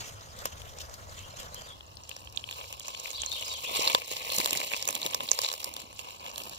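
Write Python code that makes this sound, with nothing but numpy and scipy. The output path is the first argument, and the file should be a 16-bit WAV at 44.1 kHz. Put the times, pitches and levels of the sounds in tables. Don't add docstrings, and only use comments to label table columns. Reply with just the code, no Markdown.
import sys
import numpy as np
from scipy import signal
from scipy.fft import irfft
from scipy.io import wavfile
from scipy.ndimage import uniform_filter1d

SR = 44100
rng = np.random.default_rng(int(sys.argv[2]) if len(sys.argv) > 2 else 0)


def magnitude_from_level(level_db):
    exponent = np.asarray(level_db, float) / 20
    return 10 ** exponent


def master_out(mix):
    frames = np.transpose(np.atleast_2d(mix))
    ceiling = np.clip(frames, -1, 1)
    pcm = np.round(ceiling * 32767).astype(np.int16)
    wavfile.write(sys.argv[1], SR, pcm)


N = 290178

CUT_S = 1.725
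LEFT_RIGHT = np.array([[1], [-1]])

# t/s, level/dB
HUM_LEVEL = [(0, -55), (1.3, -53), (1.7, -55), (1.8, -58), (3.9, -59), (4.2, -63), (6.58, -61)]
# f/Hz, level/dB per Hz
HUM_TONE = [(18, -22), (35, -52), (55, 0), (72, 1.5), (100, 0), (140, -10.5), (220, -20.5), (400, -36)]
# f/Hz, likeness/0-1
HUM_LIKENESS = [(30, .35), (90, 0.68), (200, 0.6), (350, 0.068)]
# f/Hz, level/dB per Hz
RUSTLE_TONE = [(120, 7.5), (550, 7.5), (1000, 13.5), (1900, -8), (3200, -7), (5500, 2.5), (8500, -24),
               (16500, -11)]

# t/s, length/s, first f/Hz, last f/Hz, level/dB
BIRD_NOTES = [
    (2.469, 0.071, 4270, 4400, -57.5),
    (2.846, 0.023, 5000, 5340, -64),
    (2.895, 0.12, 4310, 4340, -62),
    (3.262, 0.03, 4130, 4400, -46),
    (3.45, 0.029, 5000, 4900, -50),
    (3.639, 0.04, 2346, 3610, -43),
    (3.663, 0.049, 3594, 3563, -42),
    (3.781, 0.021, 2990, 3470, -45.5),
    (3.832, 0.088, 3920, 4550, -48),
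    (4.287, 0.079, 4070, 4400, -48),
]
# delay/s, length/s, first f/Hz, last f/Hz, level/dB
FAR_FIGURE = [
    (0, 0.047, 3890, 4350, -13.5),
    (.04, 0.06, 3390, 2943, -9),
]
# t/s, level/dB, pitch/ratio
FAR_REPEATS = [
    (1.177, -50.5, 0.95),
    (1.336, -47.5, 0.97),
    (1.51, -50, 1.001),
    (1.624, -48.5, 1.12),
]
# delay/s, length/s, first f/Hz, last f/Hz, level/dB
NEAR_FIGURE = [
    (0.00134, 0.024, 3950, 4280, 1),
    (0.018, 0.016, 4850, 4900, -3.5),
    (0.033, 0.071, 4700, 3200, -7.5),
    (0.028, 0.0545, 3800, 3200, -6),
]
# t/s, level/dB, pitch/ratio
NEAR_REPEATS = [
    (3.133, -43, 0.95),
    (3.308, -40.5, 0.91),
    (3.495, -45.5, 0.92),
]

# f/Hz, level/dB per Hz
RUB_TONE = [(1500, -6), (3000, 1), (5000, -3.5), (7000, 1), (8500, -10), (11000, -16.5), (14000, -8),
            (16500, -31)]
# f/Hz, level/dB per Hz
WOOD_TONE = [(150, 5.5), (300, -25), (550, 9), (800, -1.5), (1150, 4.5), (1600, -1), (2200, -9),
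             (4000, -70)]
# t/s, hold/s, rub level/dB, wood over rub/dB
STROKES = [
    (0, 0.095, -49, -8.5),
    (.4, 0.029, -50.5, 5),
    (.47, 0.0026, -48, -16),
    (.62, 0.032, -60, -4),
    (.81, 0.0073, -48.5, -17),
    (.93, 0.012, -56, -17),
    (1.14, 0.068, -57.5, -5),
    (1.39, 0.047, -52.5, -1),
    (1.59, 0.086, -54.5, -2.5),
    (1.69, 0.0052, -70, 12),
]

# f/Hz, left level/dB, right level/dB
PORTS = [(1760, 1.5, -11.5), (2700, 0, 1.5), (4400, 2, 0), (6430, -5.5, 0.5), (6280, 2.5, 4.5),
         (9400, -8.5, -5.5), (14800, -5.5, -4), (17800, -29, -8)]
# f/Hz, width/Hz, level/dB, right port phase/turns
BOWL = [
    (519, 130, -1, 0.17),
    (1008.5, 6.8, 0, 0.55),
    (1090, 190, 5, 0.63),
    (1665, 52, -4.5, 0.45),
    (2750, 620, 3.5, 0.95),
]
# t/s, f/Hz
MOVING_NOTCH = [(1.7, 2440), (2.6, 2010), (3.6, 1870), (4.1, 1540), (4.8, 1540), (5.5, 1740), (6.58, 2170)]

# t/s, peak level/dB, f/Hz
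GLUGS = [(0.451, -44, 244), (3.713, -36, 424), (3.795, -23.5, 455), (3.871, -32, 474), (3.945, -33.5, 243),
         (4.116, -31, 493), (4.383, -34.5, 196), (4.399, -29, 310), (4.457, -41, 350), (4.528, -30, 416),
         (5.059, -27, 466), (4.74, -45, 232), (5.84, -47, 228)]
# t/s, peak level/dB, f/Hz, left over right/dB
PLOPS = [(.785, -29.5, 6130, 15), (1.8061, -31, 3050, 8), (1.9693, -29, 4440, 15), (2.0353, -31.5, 5560, 3),
         (2.1129, -31.5, 3060, 29.5), (2.361, -26, 7200, -2), (2.373, -25, 3440, -35.5),
         (2.439, -34, 2940, 30), (2.4887, -24.5, 2700, -11), (3.1037, -31.5, 6650, -26),
         (3.2176, -28.5, 6740, -35.5), (3.233, -22, 2760, 12), (3.261, -18, 6700, -10),
         (3.9474, -1, 3420, 4), (4.3002, -14.5, 3480, -1), (4.7352, -12.5, 2400, -16.5),
         (5.1452, -13.5, 4940, -13), (5.2048, -16, 2930, 3), (5.3147, -12.5, 6030, -28),
         (5.446, -12, 3850, 4), (6.263, -21, 2700, -2)]
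# t/s, peak level/dB, f/Hz, left over right/dB
BURSTS = [(.388, -31, 5300, 17), (.6167, -32, 2860, 13.5), (.8044, -30.5, 3100, 16),
          (.9397, -29.5, 5900, 20), (2.164, -25.5, 5500, 2), (2.51, -20.5, 2970, 0),
          (2.8812, -22.5, 6700, -9), (2.998, -23.5, 7050, -9), (3.3163, -31, 3760, 32),
          (3.7518, -16, 3850, 2), (3.88, -12.5, 3950, -3), (4.4008, -10.5, 3880, 6),
          (4.4448, -19, 4630, -17), (4.7641, -15.5, 5350, 4), (4.8246, -14.5, 5170, 0),
          (5.3884, -9.5, 4820, 0), (5.416, -15, 5270, -12), (5.4368, -21, 3760, -20),
          (5.4867, -16.5, 4100, -6), (5.5149, -19.5, 3800, -7), (5.7644, -17.5, 3580, 0),
          (5.9916, -20, 2690, -6.5), (6.1054, -29, 2750, -1), (6.3583, -24.5, 3730, -7)]
# t/s, peak level/dB, f/Hz, left over right/dB
SNAPS = [(.4544, -13.5, 6400, 5.5), (1.544, -25, 6240, 4), (2.0923, -27, 2840, -4), (2.3243, -35, 5760, 1),
         (2.7257, -25.5, 2800, 2), (2.796, -25.5, 4800, 2), (3.9474, -20.5, 4630, -22),
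         (4.3635, -16.5, 7800, -5), (4.3834, -10.5, 4630, 0), (4.4578, -11, 3600, 4),
         (4.5295, -12.5, 2900, 1), (4.572, -14.5, 4400, -3), (4.6007, -19, 3670, 3),
         (4.8522, -24, 3570, -1), (4.8757, -14, 6460, -5), (4.8863, -18.5, 2430, -5),
         (4.9061, -20.5, 6000, -8), (4.9508, -14.5, 3220, -3), (5.062, -14.5, 3630, 1),
         (5.1452, -14.5, 4200, 7), (5.6428, -15, 5080, -4), (5.738, -25.5, 4130, -3),
         (5.8003, -30, 2750, 8), (6.3789, -22.5, 3170, -4), (6.435, -28, 5300, 9), (6.4945, -28, 4900, -5)]
# t/s, peak level/dB, f/Hz, left over right/dB
BLIPS = [(2.2722, -29, 2950, -6), (2.393, -32, 2940, -9), (2.525, -24.5, 3040, 2.0),
         (2.6113, -24.5, 2780, 4), (2.6419, -34, 2340, 3), (2.7374, -35, 2850, 9), (2.8048, -30, 2960, -7),
         (2.9468, -22.5, 2800, 8), (3.056, -27.5, 2330, 14), (3.0774, -34, 2180, 0),
         (3.1133, -29, 6690, -13), (3.3264, -27, 4100, 2.5), (3.4234, -26, 2850, 21),
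         (3.5698, -42, 3930, 1.5), (3.7354, -26, 3960, 0.5), (3.769, -18, 3470, -2.0),
         (3.7952, -23, 3640, -5), (3.8524, -16, 2820, -4), (3.8745, -5.5, 4050, -1.5),
         (3.898, -12, 2750, -2.0), (3.9127, -26, 3470, 7), (4.0177, -20.5, 2510, -1.5),
         (4.1664, -18, 4100, 2), (4.2263, -28, 2920, 0.5), (4.2757, -31, 3810, -2), (4.585, -21, 3800, 0.0),
         (4.6139, -19.5, 2230, -5), (4.6379, -31, 3840, -1.0), (4.7158, -17.5, 2350, -1.5),
         (4.7439, -17, 2490, -1.0), (4.8324, -28, 3870, -3), (4.9622, -22, 3600, 6),
         (5.0286, -16.5, 3960, -5), (5.1002, -25, 4080, -1.5), (5.11, -20.5, 7500, -1.0),
         (5.134, -17, 3020, -4), (5.2584, -30, 3700, -4), (5.288, -15, 3900, -4.0), (5.331, -19, 5200, -7),
         (5.3472, -23, 7470, -7), (5.4614, -17, 3880, -4), (5.4994, -26, 3470, 11), (5.629, -24, 5240, -3),
         (5.7034, -41, 2720, -6), (5.9274, -41, 2900, -11), (6.044, -39, 2860, -6),
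         (6.1958, -33, 4300, -0.5), (6.314, -29, 5200, -1.0), (6.4015, -25, 2860, 2),
         (6.5237, -30.5, 4260, -2.0)]
# t/s, peak level/dB, f/Hz, left over right/dB
TICKS = [(2.2473, -36, 6640, 3), (2.5835, -33, 2710, 2), (2.8245, -40, 6540, 0), (2.8709, -33, 7040, -4.0),
         (3.1303, -29, 4160, -2), (3.4094, -26, 7800, -3), (3.4274, -37, 2890, -1), (3.478, -32, 4520, -3),
         (3.5374, -28, 3720, -3), (3.9983, -30, 4320, 11), (4.1135, -24, 7700, 1), (4.4124, -19, 2300, 0.5),
         (4.4734, -22, 2340, 1), (4.5067, -13.5, 4430, 1), (4.5506, -20, 2020, -1),
         (4.5764, -25, 3810, 0.0), (4.6718, -30, 2400, -7), (4.7072, -26, 2440, 0.0),
         (4.7734, -27, 5800, -12), (4.9267, -23, 3820, -4), (4.9454, -31, 3700, -1),
         (5.0155, -21, 3490, 0.5), (5.0524, -33, 3970, -3), (5.0868, -32, 4100, -0.5),
         (5.2774, -29, 2920, -0.5), (5.4244, -26, 3920, 2), (5.4784, -24, 3780, -2.0),
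         (5.5273, -18, 6600, -4.5), (5.5374, -19, 5050, 0), (5.5772, -31, 4240, -5),
         (5.6014, -25.5, 2890, -4), (5.8172, -27.5, 2880, 1)]
# t/s, peak level/dB, f/Hz, left over right/dB
CHIRPS = [(0.0894, -38, 6380, 1.5), (0.1444, -42, 7080, 4.5), (0.2094, -42, 5840, 12),
          (0.305, -39, 5720, 4), (0.403, -33, 5350, 7), (0.6394, -53, 6310, 2.0), (0.824, -38, 6850, 6),
          (0.8954, -32, 5870, -2.0), (0.9994, -46, 5620, 3.0), (1.0694, -47, 5000, 5),
          (1.1902, -31, 6560, 8), (1.2565, -42, 7220, 5.0), (1.3694, -32, 6950, 1.0),
          (1.4301, -30, 7000, 2), (1.6187, -30, 5800, -1.0), (1.7, -44, 4840, -1.0),
          (1.8794, -55, 5190, -3.5), (1.9994, -46, 7520, 1.0), (2.1944, -42, 6530, -1.0),
          (2.4094, -37, 7290, -3.0), (2.6594, -49, 5660, -1.5), (2.6894, -41, 4910, -1.0),
          (2.9138, -50, 7830, -3.0), (3.03, -39, 5330, -3.0), (3.327, -29, 6490, -15),
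          (3.426, -35, 6760, -4), (3.48, -25, 5720, -4.5), (3.5264, -30, 6620, -12),
          (3.5698, -29, 6570, -9), (3.653, -39, 5000, -3.0), (3.705, -34, 6880, -1.5),
          (3.7683, -14, 7820, -5), (3.8222, -17, 5900, -5.0), (4.0751, -25, 7600, -2.0),
          (4.088, -31, 7350, -3.0), (4.6194, -31, 5940, -1), (4.8878, -11, 7600, -1),
          (5.9269, -31, 7800, 0)]

# t/s, hold/s, effort level/dB, fizz over effort/dB
SQUEEZES = [(2.11, 0.049, -52.5, -11), (2.2, 0.012, -62, 4), (2.38, 0.011, -53.5, -14),
            (2.51, 0.057, -49, -3), (2.6, 0.12, -49.5, -3.5), (2.85, 0.15, -46.5, -8),
            (3.07, 0.033, -42, -2), (3.2, 0.031, -44.5, -9), (3.33, 0.19, -43, -3),
            (3.48, 0.032, -42.5, -10), (3.62, 0.044, -43.5, -0.5), (3.77, 0.028, -33.5, -1.5),
            (3.84, 0.09, -35, -3), (4.12, 0.022, -38.5, -1.5), (4.2, 0.099, -45.5, -8),
            (4.33, 0.074, -35.5, 1), (4.48, 0.21, -39, -1.5), (4.75, 0.057, -40.5, -6),
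            (4.9, 0.23, -44.5, 0.5), (5.25, 0.14, -44, 1), (5.43, 0.03, -36.5, -10),
            (5.52, 0.024, -47.5, 0), (5.6, 0.074, -48, 0.5), (5.8, 0.0038, -48, -7), (6, 0.0043, -47.5, -3),
            (6.08, 0.056, -51.5, -4), (6.27, .01, -47.5, -4), (6.41, 0.027, -48, 3), (6.54, .04, -47, -6)]
# t/s, hold/s, ring level/dB, wood drag over ring/dB
PRESSES = [(2.2, 0.062, -64, -20), (2.6, 0.021, -51.5, -20), (3.71, 0.19, -41, -11),
           (3.85, 0.058, -42.5, -11), (4.12, 0.028, -58, 1.5), (4.21, 0.078, -45, -29),
           (4.34, 0.13, -50.5, 2), (4.5, 0.1, -45.5, -0.5), (4.89, 0.068, -49, 2), (5.05, 0.011, -44.5, -1),
           (5.17, 0.064, -51, 3), (5.67, 0.0084, -48.5, -2), (5.8, 0.012, -59, 4.5),
           (6.05, 0.032, -51, -21), (6.27, 0.006, -46.5, -6), (6.42, 0.043, -51.5, 3)]
EFFORT_REST_DB = -61.5


def evened(x):
    return x / np.sqrt(np.mean(x ** 2) + 1e-20)


def read(points, hz, column=1):
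    table = np.transpose(points)
    return np.interp(np.log(hz + 1), np.log(table[0] + 1), table[column])


def over_time(rows):
    s, values = np.transpose(rows)
    return np.interp(np.arange(N) / SR, s, values)


def band(x, lo_hz, hi_hz):
    return signal.sosfilt(signal.butter(3, [lo_hz, hi_hz], "band", fs=SR, output="sos"), x)


def close():
    return np.clip((np.arange(N) / SR - CUT_S) / 0.0031, 0, 1)


def hiss(tone, likeness, lag_s, patchy_db, flicker_db, size=512):
    frames = N * 4 // size + 5
    hz = np.fft.rfftfreq(size, 1 / SR)[:, None]
    a, b, c, d, patches = rng.standard_normal((frames, len(hz), 5)).T
    flicker = evened(uniform_filter1d(patches[0], size=3))
    patches = uniform_filter1d(patches, size=8, axis=0)
    patches = evened(uniform_filter1d(patches, size=14, axis=1))
    likeness = np.clip(likeness, 0, 1)
    right = a + 1j * b
    left = likeness * right * np.exp(-2j * np.pi * hz * lag_s)
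    left = left + np.sqrt(1 - likeness ** 2) * (c + 1j * d)
    level_db = read(tone, hz) + patchy_db * patches + flicker_db * flicker
    spectra = np.array([left, right]) * magnitude_from_level(level_db)
    return evened(signal.istft(spectra, nperseg=size, noverlap=size * 3 // 4)[1][:, :N])


def lumps(depth_db):
    slow, quick = rng.standard_normal((2, N))
    swing = evened(evened(band(slow, 5.07, 34.3)) + 1.34 * evened(band(quick, 20.5, 129)))
    return evened(magnitude_from_level(depth_db * np.minimum(swing, 1.3)))


def swells(rows, rise_db_s, fall_db_s, rest_db):
    t = np.arange(0, N + 64, 64) / SR
    first, second = 0, 0
    for s, hold, db, over_db in rows:
        rise = rise_db_s * np.maximum(s - t, 0)
        fall = fall_db_s * np.maximum(t - s - hold, 0)
        power = magnitude_from_level(db - rise - fall) ** 2
        first = first + power
        second = second + power * magnitude_from_level(over_db) ** 2
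    levels = [10 * np.log10(p + magnitude_from_level(r) ** 2) for p, r in zip((first, second), rest_db)]
    return [np.interp(np.arange(N) / SR, t, level) for level in levels]


def bubble(hz, cycles, glide):
    u = np.arange(int(4 * cycles * SR / hz)) * hz / SR / cycles
    swell = u * np.exp(1 - u) ** 2 / np.e
    return swell * np.sin(2 * np.pi * cycles * u * (1 + glide * (u / 2 - .5)))


def to_ports(x):
    hz = np.fft.rfftfreq(512, 1 / SR)
    delay_s = np.array([[.00052], [0]]) + 128 / SR
    tone = magnitude_from_level(np.array([read(PORTS, hz, column=1), read(PORTS, hz, column=2)]))
    path = irfft(tone * np.exp(-2j * np.pi * hz * delay_s))
    return signal.oaconvolve(x, path, axes=1)[:, 128:N + 128]


def bowl(blows):
    t, ring = np.arange(1500) / SR, 0
    for hz, width, db, turns in BOWL:
        phase = 2 * np.pi * (hz * t + np.array([[0], [turns]]))
        ring = ring + magnitude_from_level(db) * np.sqrt(width) * np.exp(-np.pi * width * t) * np.sin(phase)
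    ring = band(ring, 475, 2190)
    return signal.oaconvolve(blows[None], ring / np.linalg.norm(ring[0]), axes=1)[:, :N]


def notched(x):
    turn = np.exp(2j * np.pi * np.cumsum(over_time(MOVING_NOTCH)) / SR)
    r = np.exp(-np.pi * 890 / SR)
    resonance = 2 * (turn * signal.lfilter([1 - r], [1, -r], x / turn)).real
    return x - close() * resonance


def air():
    likeness = read(HUM_LIKENESS, np.fft.rfftfreq(4096, 1 / SR))[:, None]
    hum_db = over_time(HUM_LEVEL) + 2.5 + .6 * LEFT_RIGHT
    hum = magnitude_from_level(hum_db) * hiss(HUM_TONE, likeness, 0, 2.2, 1.8, size=4096)
    rustle = magnitude_from_level(-57.0) * hiss(RUSTLE_TONE, 0.66, 0.000473, 0.35, 0.24)
    return hum + rustle


def birds():
    notes = list(BIRD_NOTES)
    for figure, repeats in ((FAR_FIGURE, FAR_REPEATS), (NEAR_FIGURE, NEAR_REPEATS)):
        for s, level, ratio in repeats:
            for delay, length, first_hz, last_hz, db in figure:
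                notes.append((s + delay, length, first_hz * ratio, last_hz * ratio, level + db))
    song = np.zeros(N + SR)
    for (s, length, first_hz, last_hz, db), chance in zip(notes, rng.standard_normal((len(notes), 8000))):
        u = np.linspace(0, 1, int(length * SR))
        glide_hz = last_hz - first_hz
        blur_hz = 76 + 0.11 * abs(glide_hz)
        waver = evened(uniform_filter1d(chance, size=130))[:len(u)] * blur_hz
        tone = np.sin(2 * np.pi * np.cumsum(first_hz + glide_hz * u + waver) / SR)
        breath_db = 66 * uniform_filter1d(chance[::-1], size=500)[:len(u)]
        song[round(s * SR):][:len(u)] += magnitude_from_level(db + 8.0 + breath_db) * tone * signal.windows.tukey(len(u), .6)
    echo = rng.standard_normal((2, 9000)) * magnitude_from_level(-60 * np.arange(9000) / SR / 0.27)
    echo = magnitude_from_level(1.5) * echo / np.linalg.norm(echo[0])
    direct = signal.unit_impulse(9000, 20) * magnitude_from_level(1.5 * LEFT_RIGHT)
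    return signal.oaconvolve(song[None], echo + direct, axes=1)[:, :N]


def scrape():
    rub_db, wood_db = swells(STROKES, rise_db_s=319, fall_db_s=294, rest_db=(-58, -54))
    rub = magnitude_from_level(rub_db + 5.0) * hiss(RUB_TONE, .5, -.00032, 2.6, 3.0)
    wood = magnitude_from_level(wood_db + 2.5) * hiss(WOOD_TONE, .75, -.00036, 2.0, 2.2)
    return (rub + wood) * (1 - close())


def flecks():
    size_db = -51.5 + 3.9 * np.minimum(rng.exponential(1, N), 3)
    size = (rng.random(N) < 49 / SR) * magnitude_from_level(size_db)
    kind, out = rng.integers(0, 16, N), 0
    for k, (cycles, glide, side) in enumerate(rng.random((16, 3))):
        shape = bubble(4200 * 2.4 ** (k / 16), 7 + 9 * cycles, 0.1 * (glide - .7))
        squeaks = signal.oaconvolve(size * (kind == k), shape)[:N]
        out = out + magnitude_from_level(16 * (side - .5) * LEFT_RIGHT) * squeaks
    return out * (1 - 0.11 * close())


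def glugs():
    out = np.zeros(N + SR)
    for s, peak_db, hz in GLUGS:
        tone = bubble(hz, 1.07, 0.1)
        out[round(s * SR) - 100:][:len(tone)] += magnitude_from_level(peak_db + 6.5) * tone
    return magnitude_from_level([[-4.5], [2.5]]) * np.array([np.roll(out, 23), out])[:, :N]


def pops():
    high, blows = np.zeros((2, N + SR)), np.zeros(N + SR)
    t = np.arange(800) / SR - 200 / SR
    swell = np.where(t < 0, np.exp(t / 0.001), np.exp(-t / 0.0013) + 0.08 * np.exp(-t / 0.008))
    for table, fizz_db in [(PLOPS, -33), (BURSTS, -17.5), (SNAPS, -10), (BLIPS, -33), (TICKS, -12), (CHIRPS, -33)]:
        luck = rng.random((len(table), 3))
        puffs = rng.standard_normal((len(table), 3, 800))
        puffs = (puffs[:, :1] + 1.35 * puffs[:, 1:]) * swell
        sprays = magnitude_from_level(fizz_db + 4.5) * band(puffs, 6260, 21500)
        for (s, peak_db, hz, pan_db), (cycles, glide, knock), puff, spray in zip(table, luck, puffs, sprays):
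            at = round(s * SR) - 140
            tone = bubble(hz, 1.27 + 3.4 * cycles, 0.018 + 0.14 * glide)[:600]
            tone = np.pad(tone, (170, 630 - len(tone)))
            burst = 0.42 * band(puff, hz / 1.19, hz * 1.325) + spray + tone
            high[:, at:at + 800] += magnitude_from_level(peak_db + pan_db / 2 * LEFT_RIGHT) * burst
            blows[at + 190] += magnitude_from_level(1.018 * peak_db + 13.6 * knock)
    return to_ports(high[:, :N]) + magnitude_from_level(-4.5) * bowl(blows[:N])


def knead():
    effort_db, fizz_db = swells(SQUEEZES, rise_db_s=142, fall_db_s=155, rest_db=(EFFORT_REST_DB, -69))
    press_db, drag_db = swells(PRESSES, rise_db_s=170, fall_db_s=127, rest_db=(EFFORT_REST_DB, -63))
    ring_db = 10 * np.log10(magnitude_from_level(press_db) ** 2 + magnitude_from_level(effort_db - 6) ** 2)
    clumps = lumps(4.37)
    slip_size = magnitude_from_level(1.9 * np.minimum(rng.exponential(1, N), 3.5))
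    slips = (rng.random(N) < 1500 / SR) * slip_size * clumps
    kind, crackle = rng.integers(0, 16, N), 0
    for k, (pitch, cycles, glide, side) in enumerate(rng.random((16, 4))):
        shape = bubble(2900 * 2.9 ** ((k + pitch) / 16), 4.9 + 7.6 * cycles, 0.22 * (glide - .3))
        bubbles = signal.oaconvolve(slips * (kind == k), shape)[:N]
        crackle = crackle + magnitude_from_level(14 * (side - .5) * LEFT_RIGHT) * bubbles

    shared, *apart = rng.standard_normal((3, N))
    noise = shared + .9 * np.array(apart)
    wet = 0.54 * evened(band(noise * clumps ** 0.17, 2990, 3910))
    wet = wet + evened(band(noise * lumps(5.7), 3600, 8600))
    body = evened(evened(crackle) + 1.33 * wet)
    puff = magnitude_from_level(-60 * abs(np.arange(300) - 60) / SR / 0.0015)
    spray = signal.oaconvolve(slips, puff)[:N] * noise
    fizz = 1.8 * evened(band(spray, 5700, 22000))
    fizz = evened(fizz + evened(band(noise * lumps(7.7), 9000, 22000)))
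    hollow = evened(band(noise * clumps ** 1.02, 2170, 2910))
    body = magnitude_from_level(effort_db + 1.5) * body + magnitude_from_level(ring_db + 2.5) * hollow
    high = to_ports(body + magnitude_from_level(fizz_db + 6.0) * fizz)

    shake = evened(evened(slips * np.sign(shared)) + .7 * evened(shared * clumps ** 1.3))
    ring = magnitude_from_level(4.5) * bowl(magnitude_from_level(ring_db) * shake)
    drag = magnitude_from_level([[-5.0], [2.5]]) * evened(band(noise * clumps, 107, 835))
    return (high + ring + magnitude_from_level(drag_db) * drag) * close()


def scene():
    return notched(knead() + air()) + birds() + scrape() + flecks() + glugs() + pops()


def band_limit(x):
    return signal.sosfilt(signal.butter(12, 16810, fs=SR, output="sos"), x)


def record(dry):
    limited = signal.oaconvolve(dry, signal.firwin(101, 15600, fs=SR)[None], "same")
    return band_limit(limited)


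dry = scene()
out = record(dry)
master_out(out)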